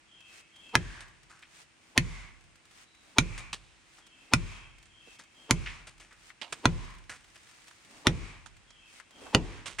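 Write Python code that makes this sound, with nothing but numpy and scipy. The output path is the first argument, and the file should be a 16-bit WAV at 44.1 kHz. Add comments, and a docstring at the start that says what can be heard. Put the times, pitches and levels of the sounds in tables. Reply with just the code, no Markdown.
"""In a yard near a forest, the back of an axe drives a plastic wedge into a standing tree, eight blows.
Each blow cracks in the wedge (short ringing modes and a noise burst), booms through the trunk
(low modes, a rising sweep and rumble) and returns from the forest edge as a wash of coloured noise.
Between blows come handling sounds (slaps, knocks, scrapes and rustles of filtered noise) and ticks,
and a far bird whistles falling sine notes over soft leaf hiss and a faint hum."""
import sys
import numpy as np
from scipy import signal
from scipy.fft import rfft, irfft
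from scipy.io import wavfile
from scipy.ndimage import uniform_filter1d

SR = 44100
rng = np.random.default_rng(int(sys.argv[2]) if len(sys.argv) > 2 else 0)


def put_to_file(sound):
    """Save the sound as 16-bit audio at rate SR, in the file named by the first command-line argument."""
    columns = np.atleast_2d(sound).T  # one column per channel
    safe = np.clip(columns, -1, 1)
    whole_steps = np.round(safe * 32767)
    wavfile.write(sys.argv[1], SR, whole_steps.astype(np.int16))


N = 432180
T = np.arange(int(1.2 * SR)) / SR  # time within one sound, in seconds

# All levels in the tables are relative.
# the axe blows: start_s, force_db, wedge_hz, wedge_db, second_ring_hz, second_ring_db,
# treble_db, boom_db, thud_db, glove_slide_db
BLOWS = [(0.7534, 0, 1697, 5, 3160, -4, -0.5, -5.5, 0.5, -53),
         (1.9773, -3, 2124, 1, 1844, 3, 5.5, -1.5, -4, -54),
         (3.1843, -1, 2383, 4.5, 1440, 1.5, 5, -0.5, 0, -55),
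         (4.3357, -1.5, 2480, 0, 1434, 0, 4.5, -1, -3, -60.5),
         (5.509, -3.5, 2377, -1, 9580, -9.5, 6.5, -1.5, 1, -57),
         (6.6554, 0.5, 1004, -1, 1430, -1.5, -7, 1, 5.5, -56),
         (8.0695, -1.5, 2350, -2, 4010, -3, 1, 0.5, 7.5, -86),
         (9.348, -0.5, 1980, -19.5, 2910, 4, -6, -1, 13.5, -54)]
# ringing modes of wedge and axe head: pitch_hz, level_db, t60_s
WEDGE_MODES = [(1034, -16, 0.055), (1325, -16, 0.016), (1470, -8, 0.012), (1983, -10.5, 0.018),
               (2480, -14.5, 0.018), (3515, -12, 0.011), (4440, -20, 0.004), (5560, -15, 0.005),
               (6470, -10.5, 0.0063), (9150, -14.5, 0.0058)]
# ringing modes of the trunk: pitch_hz, level_db, t60_s
TRUNK_MODES = [(42.2, -38, 0.98), (47.7, -48.5, .5), (54, -48, 0.71), (84, -30.5, 0.35), (91, -45.5, 0.14),
               (116.7, -38.5, 0.29), (153.7, -36.5, 0.39), (241, -16.5, 0.051), (266, -20.5, 0.042),
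               (343, -42.5, 0.39)]
# hollow knock of the cut opening: pitch_hz, level_db, t60_s
KNOCK_MODES = [(295, -23.5, .03), (521.5, -40, 0.11), (608, -43.5, .12)]
# colour of the noise burst in the crack: frequency_hz, level_db
SPLINTER_COLOUR = [(200, -26), (680, -15.5), (1400, 1.5), (2600, 7), (4300, 2.5), (6600, -1), (8000, -12),
                   (9600, -10.5), (11000, -25), (16000, -26)]
# colour of the hollow thud: frequency_hz, level_db
THUD_COLOUR = [(30, -15.5), (90, -8), (200, -5.5), (330, -2), (450, -7.5), (640, -17.5), (900, -17),
               (2000, -47.5), (5000, -83.5)]
# colour of the trunk's shudder: frequency_hz, level_db
RUMBLE_COLOUR = [(15, -35), (28, -15.5), (42, 6.5), (62, -6.5), (100, -2), (170, -10), (300, -23.5),
                 (500, -30.5), (1500, -78)]
# colour of the leaf hiss: frequency_hz, level_db
AIR_COLOUR = [(20, -19), (42, -3), (100, -4.5), (170, -4.5), (300, -8), (480, -11.5), (800, -10),
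              (1600, -8.5), (2500, -6.5), (4000, -15), (9000, -18), (10500, -28.5), (13000, -38.5),
              (16000, -48)]
# colour of rubbing and ticking cloth: frequency_hz, level_db
CLOTH_COLOUR = [(150, -2.5), (600, -2.5), (2000, 4.5), (4000, 0), (9000, -2), (10500, -11.5), (15000, -13)]
# colour of the handling sounds: frequency_hz, level_db
HANDLING_COLOUR = [(60, -19), (250, -7.5), (480, -9.5), (1200, -4.5), (2500, -7), (4500, -9.5), (9000, -11),
                   (11000, -25), (16000, -35.5)]
# colour of the faint soft build-up before each crack: frequency_hz, level_db
LEAD_IN_COLOUR = [(40, -38), (150, -8.5), (450, 0), (650, -6), (950, 2.5), (1400, -14), (3200, -15.5),
                  (6000, -28.5), (12000, -41)]
# colour of sound scattered by bark and leaves: frequency_hz, level_db
FOLIAGE_COLOUR = [(100, 3), (500, -2.5), (1100, -1.5), (1500, -2), (2300, 2), (4000, -5.5), (7000, -2.5),
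                  (9500, -2.5), (12000, -14.5), (16000, -7.5)]
# colour of the forest echo: frequency_hz, level_db
ECHO_COLOUR = [(100, -10.5), (500, -10), (800, -5), (1080, 2.5), (1300, -1.5), (2300, 1), (3200, -3),
               (4500, -7), (7000, -8.5), (9300, -13.5), (11000, -25), (16000, -34.5)]
# ground, trunk and shed wall: delay_s, left_gain, right_gain
REFLECTIONS = [(.0043, 0.096, .36), (.0076, 0.024, .12), (0.01, .07, .03)]
# handling sounds, that is slaps, knocks, scrapes and rustles:
# start_s, level_db, resonance_hz, grit_db, t60_s, left_over_right_db
HANDLING_SOUNDS = [(1.005, -44.5, 2060, 15, 0.092, 0.5), (1.296, -55, 1390, -2, 0.5, 1),
                   (1.426, -45.5, 2250, -20, 0.076, 1), (3.377, -40, 2450, 12, 0.12, 1),
                   (3.529, -29.5, 3700, 3, 0.07, -1.5), (3.982, -50.5, 1480, 3, 0.11, 2.5),
                   (4.855, -58, 7000, 10, 0.078, -8.5), (5.074, -53.5, 280, -25.5, 0.078, -11),
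                   (5.191, -48, 1370, 15.5, 0.13, 1.5), (5.659, -37.5, 2290, -24.5, 0.26, -0.5),
                   (5.869, -45, 2880, 10.5, .14, 0.5), (5.998, -50, 2250, 9, .24, 1.5),
                   (6.108, -55, 1600, -8.5, 0.23, 0), (6.303, -45, 1830, -26, 0.045, 6),
                   (6.414, -36.5, 3000, -7.5, .13, -8.5), (6.42, -47.5, 790, -22.5, .2, -9),
                   (6.524, -26.5, 2660, 8.5, 0.046, -3), (7.094, -40.5, 1710, 3, 0.24, -1),
                   (7.357, -49.5, 2500, -1, 0.072, 1), (7.71, -44.5, 1400, -0.5, 0.018, -2),
                   (8.459, -49, 1387, 11, 0.09, -11), (8.704, -52, 5000, 0, 0.043, -6),
                   (8.999, -42.5, 1560, -4.5, 0.053, 8), (9.216, -48.5, 400, -17, 0.16, -2),
                   (9.258, -47, 720, -32, 0.16, -4), (9.658, -39, 2790, 5.5, 0.28, -7),
                   (9.785, -33.5, 1970, -6, 0.42, -6)]
# songs of the far bird: start_s, phrase_count, level_db
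SONGS = [(0.061, 2, -58.5), (3.99, 4, -62.5), (8.65, 2, -62)]
# level difference of the two microphone ports: frequency_hz, left_over_right_db
PORT_BALANCE = [(60, -2), (200, -.2), (500, -.5), (1100, -0.1), (2000, 0.3), (4400, 0.4), (6600, -2.5),
                (9300, 3), (14000, 5)]
# phase difference of the two microphone ports: frequency_hz, left_lead_rad
PORT_PHASE = [(30, 0.031), (4200, 0.068), (6300, 0.93), (8000, 1), (16000, .7)]
# treble soaked up by leaves on the longer paths: frequency_hz, level_db
LEAF_LOSS = [(1800, -0.5), (3200, -6), (6000, -16.0), (12000, -26)]
# colour of the air around the swung axe: frequency_hz, level_db
WHOOSH_COLOUR = [(30, -6), (130, -12.5), (270, -0.5), (430, -10.5), (800, -9), (1200, -14.0), (6000, -38.5)]
# treble loss of the microphone: frequency_hz, level_db
MIC_COLOUR = [(9500, -1), (11000, -6.5), (16000, -9.5)]
# the faint far hum: time_s, level_db
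HUM_LEVEL = [(0, -74.5), (2.4, -75.5), (4, -75.0), (9.8, -78.0)]

AIR_DB = -62
# each phrase steps down through three notes, each softer than the last
PHRASE_S, NOTE_GAP_S, NOTE_S = .446, .092, 0.169
TOP_NOTE_HZ, NOTE_STEP, NOTE_FADE_DB = 3210, .84, -3
FIRST_PHRASE_SOFTER_DB = 2.5
# small ticks of handling, thickest while the axe is gathered up after a blow
GATHER_S, GATHER_WIDTH_S = .62, 0.29
TICKS_PER_S, GATHER_TICKS_PER_S, SHIFT_TICKS_PER_S = 1.1, 8.2, 19
# every swing: the glove slides up the handle, then sleeves rustle and air rushes as the axe comes round
SLIDE_LEAD_S, SLIDE_RISE_S, SLIDE_STOP_S = 0.361, 0.11, 0.024
SWING_LEAD_S, SWING_WIDTH_S, SLEEVE_DB, WHOOSH_DB = .085, 0.11, -62, -65.5
SLEEVE_PER_THUD = .6  # dB of sleeve rustle per dB of thud: a harder swing is louder all through
# one longer pause to shift stance
SHIFT_S, SHIFT_WIDTH_S, SHIFT_DB = 7.58, 0.33, -58.5
# the bending wave in the trunk: its low part arrives first, so the pitch climbs to a top
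BEND_START_HZ, BEND_CLIMB_HZ_PER_S, BEND_TOP_HZ = 86, 2100, 173
BEND_DB, BEND_PEAK_S, BEND_RISE_S, BEND_FALL_S = -22, 0.013, 0.0098, 0.037
# as the trunk rings on, its sound spreads around the listener
SPREAD, SPREAD_S = 1.3, .07
KNOCK_PER_THUD = 0.95  # dB of knock per dB of thud
# the echo: nearby trees answer at once, the forest edge swells up later, the deep woods linger
NEAR_DB, NEAR_T60_S = -51.5, .7
EDGE_DB, EDGE_DELAY_S, EDGE_SPREAD_S = -49.5, 0.21, 0.13
DEEP_DB, DEEP_T60_S = -65.5, 2.6
MIC_CUTOFF_HZ, PEAK_CEILING = 16100, .6


def amp(db):
    """Decibels to gain."""
    return 10 ** (np.asarray(db) / 20)


def unit(x):
    """Scales to rms 1."""
    return x / np.sqrt(np.mean(x ** 2) + 1e-20)


def add(mix, s, sound):
    """Mixes a sound in at time s."""
    part = mix[:, max(round(s * SR), 0):][:, :sound.shape[-1]]
    part += sound[..., :part.shape[1]]


def colour(x, spectrum):
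    """Filters by a table of frequency and level, smooth along a log frequency scale."""
    hz, db = np.transpose(spectrum)
    f = np.fft.rfftfreq(x.shape[-1], 1 / SR)
    gain = amp(np.interp(np.log(f + 1), np.log(hz + 1), db))
    return irfft(rfft(x) * gain, x.shape[-1])


def noise(spectrum, side, size=len(T)):
    """Coloured stereo noise of rms 1; side is the part that differs between the ears."""
    mid, apart = rng.standard_normal((2, size))
    stereo = np.array([mid + side * apart, mid - side * apart])
    return unit(colour(stereo, spectrum))


def brighten(x, treble_db):
    """Treble shelf."""
    treble = signal.lfilter(*signal.butter(1, 4500, "high", fs=SR), x)
    return x + (amp(treble_db) - 1) * treble


def swell(s, rise, fall, size=N):
    """A smooth hump that peaks at time s."""
    t = np.arange(size) / SR - s
    return np.exp(-(t / np.where(t < 0, rise, fall)) ** 2)


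def grain(depth_db, size):
    """Uneven stick and slip of rubbing."""
    roughness = unit(uniform_filter1d(rng.standard_normal(size), 60))
    return unit(amp(depth_db * roughness))


def ring(modes):
    """Damped modes set off by one push."""
    return -sum(amp(db - 60 * T / t60) * np.sin(2 * np.pi * hz * T) for hz, db, t60 in modes)


def outdoors():
    """Soft leaf hiss that swells slowly, and a faint far hum that wavers with it."""
    t = np.arange(N) / SR
    rates_hz = np.geomspace(.2, 5, 20)
    drift = unit(sum(np.sin(2 * np.pi * (f * t + rng.random())) / np.sqrt(f) for f in rates_hz))
    hum_s, hum_db = np.transpose(HUM_LEVEL)
    hum = np.sin(2 * np.pi * np.cumsum(328 + 0.85 * drift) / SR) * amp(np.interp(t, hum_s, hum_db))
    hiss = noise(AIR_COLOUR, side=0.78, size=N) * amp(AIR_DB + 0.27 * drift)
    return hiss + hum


def note(hz, fall, length):
    """One whistled note that sags in pitch and quavers."""
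    t = T[T < length]
    quaver = .028 * unit(uniform_filter1d(rng.standard_normal(len(t)), 120))
    pitch_hz = hz * (1 - fall * t / length + quaver)
    return np.sin(2 * np.pi * np.cumsum(pitch_hz) / SR) * signal.windows.tukey(len(t), .4)


def bird():
    """Phrases of three falling notes, repeated at an even pace and smeared by the woods."""
    out = np.zeros((2, N))
    for start, count, db in SONGS:
        for phrase in range(int(count)):
            phrase_db = db - FIRST_PHRASE_SOFTER_DB * (phrase == 0)
            for k in range(3):
                whistle = note(hz=TOP_NOTE_HZ * NOTE_STEP ** k, fall=.02 + 0.023 * k, length=NOTE_S)
                note_start = start + phrase * PHRASE_S + k * NOTE_GAP_S
                add(out, note_start, amp(phrase_db + NOTE_FADE_DB * k ** 2) * whistle)
    add(out, 2.82, amp(-69.0) * note(hz=3900, fall=.01, length=.2))  # a second bird answers once
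    woods = noise(FOLIAGE_COLOUR, side=0.42) * amp(-60 * T / 1.0)
    woods = woods / np.linalg.norm(woods[0])
    return amp(4.5) * signal.fftconvolve(out, woods, axes=1)[:, :N]


def creases():
    """Random ticks of clothing and dry grass, thicker as the axe is gathered up and the stance shifts."""
    gather = sum(swell(s + GATHER_S, GATHER_WIDTH_S, GATHER_WIDTH_S) for s, *_ in BLOWS)
    shift = swell(SHIFT_S, rise=.9, fall=.4)
    rate = TICKS_PER_S + GATHER_TICKS_PER_S * gather + SHIFT_TICKS_PER_S * shift
    ticks = (rng.random(N) < rate / SR) * rng.uniform(0.41, 1, N)
    fade = signal.lfilter([1], [1, -np.exp(-1 / (0.0078 * SR))], ticks)  # each tick dies away
    return amp(-52.5) * fade * noise(CLOTH_COLOUR, side=.5, size=N)


def swings():
    """Before each blow a glove hisses along the handle; then sleeves and air rush, more for a harder swing."""
    rub = amp(SHIFT_DB) * swell(SHIFT_S, SHIFT_WIDTH_S, SHIFT_WIDTH_S)
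    whoosh = 0
    for s, *_, thud_db, slide_db in BLOWS:
        speed = swell(s - SWING_LEAD_S, SWING_WIDTH_S, SWING_WIDTH_S)
        slide = swell(s - SLIDE_LEAD_S, SLIDE_RISE_S, SLIDE_STOP_S)
        sleeve = amp(SLEEVE_DB + SLEEVE_PER_THUD * thud_db) * speed
        rub = rub + amp(slide_db) * slide + sleeve
        whoosh = whoosh + amp(WHOOSH_DB + thud_db) * speed
    cloth = noise(CLOTH_COLOUR, side=0.91, size=N) * grain(depth_db=2, size=N)
    air = noise(WHOOSH_COLOUR, side=0.49, size=N)
    return rub * cloth + whoosh * air


def crack(rings, treble_db):
    """Steel meets plastic: the wedge grinds a step deeper, and the spot struck picks two extra rings."""
    modes = amp(-3.0) * ring(WEDGE_MODES) + ring([(hz, db - 11.5, .018) for hz, db in rings])
    contact = amp(-7.5) * np.exp(-(T / .0018) ** 2) + amp(-24.5 - 60 * T / 0.0048)
    small = signal.butter(2, 800, "high", fs=SR)  # so small a part radiates little below its lowest mode
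    splinter = noise(SPLINTER_COLOUR, side=0.2) * contact
    return brighten(signal.lfilter(*small, modes) + splinter, treble_db)


def yard(sound):
    """Direct sound, a few close reflections and scatter from bark and leaves."""
    out = sound.copy()
    for delay, left, right in REFLECTIONS:
        add(out, delay, sound * np.array([[left], [right]]))
    fade = amp(-36.5 - 60 * T / 0.08) * (1 - np.exp(-T / 0.0044))
    scatter = noise(FOLIAGE_COLOUR, side=0.97) * fade
    return out + signal.fftconvolve(sound, scatter, axes=1)[:, :len(T)]


def forest(wedge_hz, wedge_db, treble_db):
    """Countless trunks return the crack as a smooth wash; leaves soak up the treble on the longer paths."""
    wash = brighten(noise(ECHO_COLOUR, side=0.66), treble_db * 0.3)
    focus = signal.iirpeak(wedge_hz, 3.5, fs=SR)
    wedge_tone = signal.lfilter(*focus, signal.lfilter(*focus, wash))
    wash = wash + amp(wedge_db - 1.5) * wedge_tone
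    dull = colour(wash, LEAF_LOSS)
    bright = np.exp(-(T / 0.29) ** 2)
    near = amp(NEAR_DB - 60 * T / NEAR_T60_S)
    edge = amp(EDGE_DB) * swell(EDGE_DELAY_S, EDGE_SPREAD_S, EDGE_SPREAD_S, size=len(T))
    deep = amp(DEEP_DB - 60 * T / DEEP_T60_S)
    return (dull + bright * (wash - dull)) * (near + edge + deep)


def boom():
    """The trunk's modes and the upward sweep of its bending wave."""
    bend_hz = np.minimum(BEND_START_HZ + BEND_CLIMB_HZ_PER_S * T, BEND_TOP_HZ)
    bend_level = amp(BEND_DB) * swell(BEND_PEAK_S, BEND_RISE_S, BEND_FALL_S, size=len(T))
    wave = -bend_level * np.sin(2 * np.pi * np.cumsum(bend_hz) / SR)
    modes = np.interp(T - .002, T, ring(TRUNK_MODES), left=0)  # the trunk answers once the wedge has moved
    width = SPREAD * (1 - np.exp(-(T / SPREAD_S) ** 2)) * (1 - T / T[-1])
    apart = signal.hilbert(modes).imag * width  # a quarter turn out of phase, opposite in each ear
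    return (modes + wave + np.array([apart, -apart])) * (1 - np.exp(-T / 0.0017))


def blows():
    """A faint soft build-up before each crack; then the wedge cracks, the tree booms and shudders."""
    out, trunk = np.zeros((2, N)), boom()
    lead_s = T[:SR // 16]
    for s, force_db, wedge_hz, wedge_db, second_hz, second_db, treble_db, boom_db, thud_db, _ in BLOWS:
        hit = amp(force_db) * crack([(wedge_hz, wedge_db), (second_hz, second_db)], treble_db)
        sway = amp(-34.0) * np.exp(-(T / 0.12) ** 2) + amp(-39.5 - 60 * T / 1.33)
        shudder = noise(RUMBLE_COLOUR, side=0.9) * sway * (1 - np.exp(-T / 0.036))
        thud_fade = amp(-30 - 60 * T / 0.1) + amp(-48.0 - 60 * T / 0.69)
        thud = noise(THUD_COLOUR, side=0.13) * thud_fade
        lead_in_fade = amp(-32) * np.exp(-(lead_s / 0.014) ** 2)
        lead_in = noise(LEAD_IN_COLOUR, side=0.14, size=len(lead_s)) * lead_in_fade
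        add(out, s - lead_s[-1], lead_in[:, ::-1])  # reversed: it grows up to the crack
        add(out, s, yard(hit) + forest(wedge_hz, wedge_db, treble_db))
        add(out, s + .002, amp(KNOCK_PER_THUD * thud_db) * ring(KNOCK_MODES))
        add(out, s, amp(boom_db) * (trunk + shudder) + amp(thud_db) * thud)
    return out


def handling():
    """Handling sounds (slaps, knocks, scrapes and rustles): a resonant body mixed with gritty rubbing."""
    out = np.zeros((2, N))
    for s, db, hz, grit_db, t60, pan_db in HANDLING_SOUNDS:
        rub = noise(HANDLING_COLOUR, side=0.21) * grain(depth_db=3.0, size=len(T))
        broad = signal.lfilter(*signal.iirpeak(hz, .8, fs=SR), rub)
        body = unit(signal.lfilter(*signal.iirpeak(hz, 1.4, fs=SR), broad))
        contact = unit(body + amp(grit_db + 3) * rub)
        fade = (amp(-60 * T / t60) + amp(-35 - 60 * T / 2.0)) * (1 - np.exp(-T / 0.0012))
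        pan = amp([[pan_db / 2], [-pan_db / 2]])
        add(out, s, amp(db + 2.5) * contact * fade * pan)
    return out


def ports(x):
    """The two microphone ports hear each band with slightly different level and phase."""
    f = np.log(np.fft.rfftfreq(N, 1 / SR) + 1)
    balance_hz, balance_db = np.transpose(PORT_BALANCE)
    phase_hz, phase_rad = np.transpose(PORT_PHASE)
    db = np.interp(f, np.log(balance_hz + 1), balance_db)
    lead = np.interp(f, np.log(phase_hz + 1), phase_rad)
    left = amp(db / 2) * np.exp(1j * lead / 2)
    return irfft(rfft(x) * np.array([left, 1 / left]), N)


def scene():
    """Everything that sounds in the yard."""
    return outdoors() + bird() + creases() + swings() + blows() + handling()


def record(dry):
    """Two ports pick up the yard; loud peaks are rounded off; the deepest bass and the top are lost."""
    heard = ports(dry)
    rounded = heard / (1 + (heard / PEAK_CEILING) ** 4) ** (1 / 4)
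    no_bass = signal.lfilter(*signal.butter(3, 26, "high", fs=SR), rounded)
    dulled = colour(no_bass, MIC_COLOUR)
    lowpass = signal.firwin(255, MIC_CUTOFF_HZ, window=("kaiser", 9), fs=SR)
    return signal.oaconvolve(dulled, lowpass[None], "same")


dry = scene()
out = record(dry)
put_to_file(out)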